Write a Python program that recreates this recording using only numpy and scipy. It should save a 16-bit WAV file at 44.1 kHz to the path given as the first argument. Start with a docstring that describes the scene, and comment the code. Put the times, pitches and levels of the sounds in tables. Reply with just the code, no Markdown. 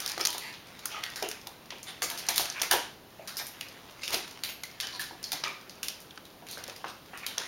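"""A living room with a parquet floor: two small dogs wrestle a step or two from a hand-held camera.
Claws tick and skid on the wood, paws thump and squeak: short noisy pushes and rubs through resonances.
Fur brushes as filtered grainy noise; now and then a metal collar tag tinkles as a set of decaying sines.
A diffuse noise tail answers the contacts; under it all lie faint still air and a thin microphone hiss."""
import sys
import numpy as np
from scipy import signal
from scipy.fft import rfft, irfft, next_fast_len
from scipy.io import wavfile
from scipy.ndimage import uniform_filter1d, map_coordinates

SR = 44100
rng = np.random.default_rng(int(sys.argv[2]) if len(sys.argv) > 2 else 0)


def digitize_waveform(pressure):
    """Quantize a signal to 16-bit integers and store it at the path in sys.argv[1].

    Rows of a 2-D input are taken as channels; values are limited to [-1, 1].
    """
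    field = np.atleast_2d(pressure).T
    bounded = np.clip(field, -1, 1)
    quanta = np.round(bounded * 32767).astype(np.int16)
    wavfile.write(sys.argv[1], SR, quanta)


N = 329427  # samples in the scene
SIZE = 2 ** 12  # samples in one short contact
HZ, TIME = np.fft.rfftfreq(SIZE, 1 / SR), np.arange(SIZE) / SR

# colour of feet and coats rubbing, before each rub's own resonance: (f/Hz, level/dB)
RUB_COLOUR = [(100, -22), (350, 4), (1000, 4.5), (2000, 0), (5000, -6.5), (9000, -7), (16000, -23)]


def amp(db):
    """Gain of a level in dB."""
    return 10 ** (np.asarray(db) / 20)


def unit(x):
    """x at rms 1."""
    return x / np.sqrt(np.mean(x ** 2) + 1e-20)


def along(points, hz):
    """Values between (f/Hz, value) points, on a log frequency axis."""
    f, v = np.transpose(points)
    return np.interp(np.log(hz + 1), np.log(f + 1), v)


def hump(hz, centre, q):
    """Gain of one broad resonance."""
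    ratio = (hz + 1) / centre
    return 1 / np.sqrt(1 + (q * (ratio - 1 / ratio)) ** 2)


def filtered(x, response):
    """x times a response of frequency."""
    m = next_fast_len(len(x) + SR // 2)
    spectrum = rfft(x, m) * response(np.fft.rfftfreq(m, 1 / SR))
    return irfft(spectrum, m)[:len(x)]


def causal(x, gain):
    """A short sound through the minimum-phase filter of this gain, so that nothing rings ahead of the touch."""
    cepstrum = irfft(np.log(np.maximum(gain, 1e-6)))
    cepstrum[1:SIZE // 2] *= 2
    cepstrum[SIZE // 2 + 1:] = 0
    return irfft(rfft(x) * np.exp(rfft(cepstrum)))


def add(track, s, x):
    """Mix x into the track at s seconds."""
    start = max(round(s * SR), 0)
    track[start:start + len(x)] += x[:max(N - start, 0)]


def contact(gain, t60, room_db, snap, span, grit=0.7):
    """A sharp push, its uneven chatter and the room's answer; the direct part has the energy of rms 1 over span s."""
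    catches = rng.standard_normal(SIZE) * np.exp(grit * rng.standard_normal(SIZE))
    chatter = catches * amp(-60 * TIME / max(t60, .002))
    chatter /= np.linalg.norm(chatter)
    chatter[0] += snap  # the first touch is the sharpest
    blow = causal(chatter, gain)
    push = causal(1. * (TIME == 0), gain)
    out = answer(push / np.linalg.norm(push), room_db)  # the room keeps the blow's colour but blurs its chatter
    out[:SIZE] += blow / np.linalg.norm(blow)
    return out * np.sqrt(span * SR)


def claws():
    """The hard strikes as the dogs push off and land, each a nail on wood."""
    # (t/s, level/dB, wood f/Hz, wood over the nail/dB, nail f/Hz, crack over the nail/dB, room/dB)
    strikes = [(.003, -24, 3270, -9, 5800, 1, 0), (.062, -21, 3600, -3, 5300, 1, -6),
               (.077, -24, 2220, -12, 6200, -6, -2), (.097, -25.5, 1450, -10, 4650, -3, -3),
               (.118, -25, 3600, -6, 5000, -5, -6), (0.179, -26, 1140, -1, 4700, -3, -4),
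               (.2105, -20.5, 2350, -11, 5030, -9, -1.5), (0.252, -14, 3170, -20, 4330, -4, -9),
               (.2565, -16, 3250, -18, 4450, -5, -6), (.271, -14, 2720, -11, 6440, -5, -9),
               (.304, -25, 3600, -4, 4500, -1, -2), (.329, -27.5, 3600, 9, 4410, 7, 4),
               (.381, -24.5, 2620, -10, 3960, 1, -2), (.539, -38, 3280, 19, 3580, -2, 4),
               (.8565, -18.5, 1300, -7.5, 5700, 1.5, -5), (1.037, -22, 3540, 8, 3640, 1, -4.5),
               (1.159, -28, 1920, -22, 4900, -3.5, 4), (1.226, -22.5, 2200, -5, 5500, -3, -3.5),
               (1.288, -25.5, 1010, -16, 6100, 1, -2), (1.314, -25.5, 2580, 4, 5400, 0, -4.5),
               (1.471, -29.5, 1010, -16, 3660, 0.5, -4.5), (1.705, -29, 2730, 18, 3620, -14, 0),
               (1.83, -31.5, 3250, -16, 7140, -2, 0), (2.021, -20, 1720, 1, 4800, -5, -11),
               (2.027, -23, 1660, -19, 5320, 3, 5.5), (2.101, -23.5, 3600, -6, 4390, 2, -0.5),
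               (2.176, -29, 2820, -10, 4900, -0.5, 7.5), (2.287, -14.5, 3500, -1, 6700, -14, -2.5),
               (2.29, -17.5, 2230, 1.5, 4400, 6, 0.5), (2.36, -21, 3480, -6, 4760, 3, 5.5),
               (2.38, -12, 3600, -8, 4040, 2, -3), (2.397, -26.5, 3170, -3, 5840, 1, 11),
               (2.456, -25.5, 2780, 0, 4870, -3, -13), (2.5, -23, 3450, -18, 5900, -20, -8),
               (2.617, -17, 1140, -11, 6100, -12, -1), (2.62, -17, 2670, -6, 4020, 4.5, -3.5),
               (2.712, -13.5, 3080, -0.5, 3640, 2, 3), (2.713, -14, 1720, 0, 5240, 4, 3.5),
               (3.275, -30.5, 1500, -6, 4270, -2, 6.5), (3.282, -36, 1510, -20, 4900, 3, 2),
               (3.3693, -24.5, 3230, -17, 5190, -1, 4.5), (3.468, -29, 3120, -7, 5540, 9, 0),
               (3.61, -25, 2600, 11, 3870, 5, -2.5), (4.034, -29, 2900, -18, 4870, -10, 6.5),
               (4.079, -23, 2740, -0.5, 5800, -3, 0), (4.105, -28, 1010, -5, 4240, 2, 0),
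               (4.127, -29.5, 2460, -3, 4620, 2, 15.5), (4.143, -20, 2690, -11, 3800, -9, -4),
               (4.436, -20.5, 2730, -4, 3900, -1.5, 1.5), (4.6355, -26, 2190, -7, 4420, -2.5, -2.5),
               (4.802, -21.5, 3320, -4, 4900, -14, 0), (4.809, -24.5, 3280, 4, 4840, 7, -7),
               (4.87, -27.5, 2030, -4, 4330, -10, 0), (4.995, -31.5, 1690, -9, 3920, 1, 11.5),
               (5.018, -29.5, 1760, -7, 4530, -4, 3), (5.229, -33, 3600, -22, 4740, 3, 2),
               (5.241, -24, 3560, -36, 5200, -14, -2), (5.319, -20, 2100, -7.5, 4680, -3.5, 2.5),
               (5.3306, -25, 1010, -22, 4930, 4, -12), (5.438, -20, 2100, 0, 3700, -16, 0),
               (5.6957, -34.5, 3340, -13, 4730, -8, -0.5), (5.831, -21.5, 2750, 2, 4900, 4.5, 0),
               (5.884, -20.5, 3140, -3.5, 5070, -2, -3.5), (6.003, -40.5, 2130, -15, 6330, 8, 3.5),
               (6.108, -37.5, 3170, 17, 3830, -12, -7), (6.176, -32.5, 1290, 3, 3060, -25, -13),
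               (6.253, -40, 3600, 0, 3730, -1, -1), (6.468, -39, 2800, 8, 5500, 4, 4),
               (6.487, -35, 2800, 0, 4000, 2, 2), (6.512, -31.5, 3010, -9, 6000, 6, 3),
               (6.579, -35.5, 1610, -5, 4930, -2, 2), (6.639, -29, 3600, -18, 4300, -6, -12),
               (6.697, -32, 2880, -3, 4950, -22, -7), (6.847, -37, 1450, 20, 3620, -5, -15),
               (7.175, -33.5, 2050, -1, 4670, 2, 0.5), (7.265, -21, 3630, -6, 3850, -0.5, -1),
               (7.381, -17.5, 3520, 0.5, 5600, -8, -4.5)]
    out = np.zeros(N)
    for s, *strike in strikes:
        add(out, s, claw(*strike))
    return out


def claw(db, wood_hz, wood_db, nail_hz, crack_db, room_db, wood_q=3.6, nail_q=3.3, skirt=0.79, spot_db=2):
    """A hard nail ticks on the wood: both ring briefly, coloured by the spot, and the tip adds a bright crack."""
    # general colour of a strike: (f/Hz, level/dB)
    strike_colour = [(150, -9), (600, -1), (1200, 4), (3000, 2.5), (6000, 5), (9000, 0), (16000, -16)]
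    # colour of the bright crack: (f/Hz, level/dB)
    tip_colour = [(3000, -14), (7000, 4), (9400, 5), (11500, 2), (14000, -1), (16000, -4.5)]
    usual_t60_s, usual_db, crisp_db = 0.019, -28, 18  # each crisp_db above the usual level halves the chatter
    spot = np.column_stack([np.geomspace(600, 16000, 60), spot_db * rng.standard_normal(60)])
    colour = amp(along(strike_colour, HZ) + along(spot, HZ))
    crack = amp(crack_db) * unit(amp(along(tip_colour, HZ)))
    wood = amp(wood_db) * unit(colour * hump(HZ, wood_hz, wood_q) ** skirt)
    nail = unit(colour * hump(HZ, nail_hz, nail_q) ** skirt)
    t60 = usual_t60_s * 2 ** (-max(db - usual_db, 0) / crisp_db)
    gain = np.sqrt(wood ** 2 + nail ** 2 + crack ** 2)
    return amp(db) * contact(gain, t60, room_db, snap=.35, span=0.0011)


def paws(thump_db=13, thump_q=3, knock_q=2.5):
    """Soft pads land on the parquet: a low thump of the weight and a higher knock, both coloured by the boards."""
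    # (t/s, level/dB before an 11 dB trim, thump f/Hz, weight of the thump/dB on top of thump_db, knock f/Hz)
    landings = [(.177, -24, 480, 2, 560), (.2, -29, 340, -13, 563), (.347, -26, 490, -22, 1050),
                (1.224, -20, 400, -18, 636), (1.24, -31, 403, 9, 674), (1.468, -34, 360, -28, 832),
                (1.723, -32, 496, -12, 1000), (2.02, -28, 520, -11, 765), (2.288, -20, 450, -37, 820),
                (2.396, -18, 480, -34, 690), (2.615, -26, 310, -23, 765), (2.711, -16.5, 520, -21, 1600),
                (2.719, -13, 490, -17.5, 900), (2.737, -12.5, 500, -20, 925), (4.104, -29.5, 390, -18, 945),
                (4.14, -19.5, 377, -16, 740), (5.11, -30, 335, -19, 740), (5.332, -27, 304, -23, 865),
                (5.437, -25, 513, -29, 1010), (6.423, -35, 240, -25, 696), (6.573, -28, 555, -16.5, 1470),
                (6.684, -32, 520, -11, 789), (6.843, -20.5, 496, -21, 1170), (7.133, -31.5, 238, -23, 800),
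                (7.378, -27, 507, -16, 1180)]
    # general colour of a landing: (f/Hz, level/dB)
    pad_colour = [(60, -23), (130, -5), (240, -6.5), (400, -3.5), (800, 1.5), (1600, -8), (3000, 0),
                  (8000, -24)]
    # modes of the floor: (f/Hz, width/Hz, level/dB)
    boards = [(352.5, 72, -3), (740, 52, -4), (965, 29, 0), (1580, 240, 1)]
    out = np.zeros(N)
    floor = amp(along(pad_colour, HZ))
    for hz, width, db in boards:
        floor = floor + amp(db) * hump(HZ, hz, hz / width) ** 2
    for s, db, thump_hz, weight_db, knock_hz in landings:
        thump = amp(thump_db + weight_db) * unit(floor * hump(HZ, thump_hz, thump_q))
        knock = unit(floor * hump(HZ, knock_hz, knock_q))
        landing = contact(np.hypot(thump, knock), t60=0.026, room_db=-2.5, snap=0.57, span=0.0049)
        add(out, s, amp(db - 11) * landing)
    return out


def sliding(grain_rate=500, grain_share=1.0, tick_rate=70, tick_db=-12, patchy_db=6.0):
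    """Paws and nails skid: fine catches (rates per s) over a soft rub, through an uneven resonance, and nail ticks."""
    # (t/s, length/s, level/dB, centre f/Hz, sharpness Q)
    scuffles = [(0, .13, -46.5, 4200, 0.35), (0.191, 0.033, -34.5, 2510, 0.98),
                (0.273, 0.035, -38, 4500, .9), (.39, 0.14, -43.5, 3070, 1),
                (0.657, 0.043, -52.5, 3880, 1.4), (.887, 0.12, -44, 3250, 0.85),
                (0.948, 0.051, -45, 1340, 3.4), (1.029, 0.022, -39, 2030, 12),
                (1.146, 0.08, -47, 1840, 3.7), (1.216, 0.067, -43.5, 3000, 0.98),
                (1.858, 0.06, -42.5, 4370, 1.6), (2.016, 0.036, -28.5, 5430, 1.7),
                (2.079, 0.094, -44.5, 4500, 0.21), (2.341, 0.074, -35.5, 4430, 2.1),
                (2.414, 0.066, -50, 3000, 1.3), (2.531, 0.086, -40.5, 1970, 2.6),
                (2.592, 0.02, -37, 4540, 1.7), (2.628, 0.018, -33.5, 3000, .7),
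                (3.38, .027, -35.5, 5560, 2.3), (3.387, 0.043, -43, 1500, 2.4),
                (4.008, 0.036, -46.5, 5200, 3.7), (4.028, 0.022, -38, 2750, 16),
                (4.111, 0.049, -35, 3500, 0.89), (4.436, 0.023, -45, 2520, 4),
                (4.483, 0.032, -40, 5430, 0.79), (4.817, 0.048, -39, 4900, 0.55),
                (4.912, 0.075, -42.5, 5200, 2.7), (5.246, 0.084, -63, 4500, 11),
                (5.446, 0.047, -36.5, 2260, 0.69), (6.474, .1, -45.5, 4600, 1.5),
                (6.845, 0.05, -49.5, 3250, 2.4), (6.87, 0.046, -45.5, 6170, .7),
                (7.124, 0.051, -46, 1920, 5), (7.226, 0.031, -43.5, 2100, 7),
                (7.267, .084, -48.5, 3700, 17), (7.359, 0.13, -43, 3520, 1.3)]
    out, size = np.zeros(N), SR // 2

    def catches(rate):
        """Touches of random strength at chance moments, at rms 1."""
        return unit((rng.random(size) < rate / SR) * rng.standard_normal(size))

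    for s, length, db, centre, q in scuffles:
        n = int(max(length, .005) * SR)
        spot = np.column_stack([np.geomspace(400, 16000, 30), patchy_db * rng.standard_normal(30)])
        rough = grain_share * catches(grain_rate) + rng.standard_normal(size)
        rub = filtered(rough, lambda hz: amp(along(RUB_COLOUR, hz) + along(spot, hz)) * hump(hz, centre, q))
        scrape = unit(rub[:n])
        ticks = unit(filtered(catches(tick_rate), lambda hz: hump(hz, centre=5200, q=1.0)))[:n]
        swell = signal.windows.tukey(n, .7)
        stroke = (scrape + amp(tick_db) / max(q, 1) * ticks) * swell  # a sharp resonance leaves fainter ticks
        add(out, s, amp(db) * in_room(stroke, room_db=-2.0))
    return out


def squeaks(waver=0.018, glide_octaves=-0.133):
    """A pad catches on the varnish, sticks and slips: a short, unsteady tone that sags in pitch as the pad slows."""
    # (t/s, peak level/dB before the room, starting f/Hz, length of the glide/s)
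    slips = [(0.211, -26, 5630, 0.011), (0.945, -32.5, 1310, .012), (1.222, -36.5, 437, 0.021),
             (1.468, -43, 870, 0.0089), (3.195, -35.5, 680, 0.0061), (4.637, -36, 2170, .01),
             (4.994, -28.5, 1796, 0.014), (5.236, -36.5, 4580, .04)]
    out = np.zeros(N)
    for s, db, pitch, length in slips:
        drift = unit(uniform_filter1d(rng.standard_normal(SIZE), size=60))
        progress = TIME / max(length, .004)
        glide = 2 ** (glide_octaves * np.minimum(progress, 1))
        phase = 2 * np.pi * np.cumsum(pitch * glide * (1 + waver * drift)) / SR
        swell = 4 * progress * np.exp(1 - 4 * progress)  # fullest a quarter of the way
        add(out, s, amp(db) * in_room(swell * np.sin(phase), room_db=-3.5))
    return out


def collar_tag():
    """The small metal plate rings as it swings against its ring; each mode flutters anew as the tag twists."""
    # (t/s, level/dB before a 6 dB trim)
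    touches = [(3.3706, -32.5), (4.437, -48), (4.482, -36), (5.690, -61)]
    # modes of the plate: (f/Hz, level within the touch/dB, 60 dB decay/s)
    plate_modes = [(5448, -9, .3), (9383, -16, .35), (12462, -3, .6), (13010, -14, .25), (13650, -17, .2),
                   (15120, -4, .24)]
    out, t = np.zeros(N), np.arange(SR // 2) / SR
    for s, db in touches:
        for hz, level, t60 in plate_modes:
            flutter_db = 3.5 * map_coordinates(rng.standard_normal(40), [t * 60])  # 60 random points a second
            level_db = db + level + flutter_db - 6 - 60 * t / t60
            add(out, s, amp(level_db) * np.sin(2 * np.pi * hz * t))
    return out


def light_steps(wood_hz=2900, nail_hz=4800):
    """Between the strikes the dogs shift their feet: faint ticks at chance moments, firmer as the tussle grows."""
    rate, step_db, spread_db = 7, -41.5, 2  # steps per second, usual level and scatter in dB
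    grows = 1  # dB of step for each dB of tussle
    out = np.zeros(N)
    usual_db = np.mean(tussle_db(np.arange(N) / SR))
    for step in range(int(rate * N / SR)):
        s = (step + rng.random()) / rate
        db = step_db + grows * (tussle_db(s) - usual_db) + spread_db * rng.standard_normal()
        add(out, s, claw(db, wood_hz, wood_db=-14, nail_hz=nail_hz, crack_db=-3.5, room_db=-1))
    return out


def fur(patchy_db=3.0, grit=1.0):
    """Coats and feet brush all the while: a grainy rustle that follows the tussle, each brush with its own colour."""
    level_db, centre_hz, q = -6.5, 3000, 0.76  # level over the tussle, broad resonance
    catches = rng.standard_normal(N) * np.exp(grit * rng.standard_normal(N))
    z = signal.stft(catches, nperseg=512)[2]
    patches = uniform_filter1d(rng.standard_normal(z.shape), size=6, axis=0)  # smooth over frequency
    patches = unit(uniform_filter1d(patches, size=9, axis=1))  # and over time
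    brushes = signal.istft(z * amp(patchy_db * patches), nperseg=512)[1][:N]
    rub = unit(filtered(brushes, lambda hz: amp(along(RUB_COLOUR, hz)) * hump(hz, centre_hz, q)))
    return amp(tussle_db(np.arange(N) / SR) + level_db) * rub


def tussle_db(s):
    """How hard the dogs tussle at s seconds, as a level that the fur and the light steps follow."""
    # (t/s, level/dB)
    tussle = [(0.0, -34), (0.14, -38), (0.35, -48), (0.6, -51), (0.87, -43.5), (1.04, -39.5), (1.16, -42.5),
              (1.52, -51.5), (1.71, -53.5), (2.23, -39), (2.56, -41.5), (2.68, -39), (2.91, -74),
              (3.24, -48.5), (3.45, -48.5), (3.91, -48.5), (4.26, -42), (4.47, -50.5), (5.43, -49.5),
              (5.58, -51), (6.45, -59), (6.7, -40), (6.95, -58), (7.18, -48.5), (7.32, -43.5), (7.47, -49)]
    return np.interp(s, *np.transpose(tussle))


def in_room(x, room_db):
    """x followed by the room's answer."""
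    wet = answer(x, room_db)
    wet[:len(x)] += x
    return wet


def answer(x, room_db, build=0.0049, wall_db=-16, count=7):
    """What the room returns from a new spot: a few near surfaces and a diffuse tail that builds (in s) and decays."""
    # decay of the tail: (f/Hz, 60 dB decay/s)
    decay_s = [(200, 0.33), (600, 0.31), (1500, 0.45), (4000, 0.46), (9000, 0.36), (16000, 0.2)]
    # colour of the tail: (f/Hz, level/dB)
    tail_colour = [(200, 9.5), (1000, 1), (4000, -2), (9000, -4), (16000, 4)]
    hz, t, z = signal.stft(rng.standard_normal(SR // 2), SR, nperseg=256)
    tail_db = along(tail_colour, hz)[:, None] - 60 * t / along(decay_s, hz)[:, None]
    z = z * amp(tail_db) * (1 - np.exp(-t / build))
    tail = signal.istft(z, SR, nperseg=256)[1]
    tail /= np.linalg.norm(tail)
    surfaces = (rng.uniform(.003, .022, count) * SR).astype(int)
    tail[surfaces] += amp(wall_db) * rng.choice([-1, 1], count)
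    return amp(room_db) * signal.fftconvolve(x, tail)


def room_tone(air_db=-54, fizz_db=-59):
    """Faint still air as coloured noise, and the thin hiss of the microphone above it."""
    # colour of the air: (f/Hz, relative level/dB)
    air_colour = [(15, -30), (30, -10), (60, -7.5), (130, -2), (250, -2.5), (450, -5), (700, -6.5),
                  (1200, -11), (2400, -19), (3800, -16.5), (7000, -29), (9100, -70)]
    fizz_colour = [(4000, 6), (7000, 6), (9500, 5.5), (16000, 7)]  # (f/Hz, relative level/dB)
    air = unit(filtered(rng.standard_normal(N), lambda hz: amp(along(air_colour, hz))))
    fizz = unit(filtered(rng.standard_normal(N), lambda hz: amp(along(fizz_colour, hz))))
    return amp(air_db) * air + amp(fizz_db) * fizz


def scene():
    """Everything that the dogs set sounding, over the quiet of the room."""
    strikes = claws() + paws() + light_steps()
    rubs = sliding() + squeaks() + fur()
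    return (strikes + rubs + collar_tag() + room_tone())[None]


def record(dry, notch_hz=7880, notch_width_hz=1900, top_hz=15850):
    """The camera has a deep notch in the treble and keeps nothing above its band limit."""
    def response(hz):
        """Gain of the notch below the band limit."""
        off_centre = notch_hz ** 2 - hz ** 2
        return off_centre / (off_centre + 1j * hz * notch_width_hz) * (hz < top_hz)

    return filtered(dry[0], response)[None]


dry = scene()
out = record(dry)
digitize_waveform(out)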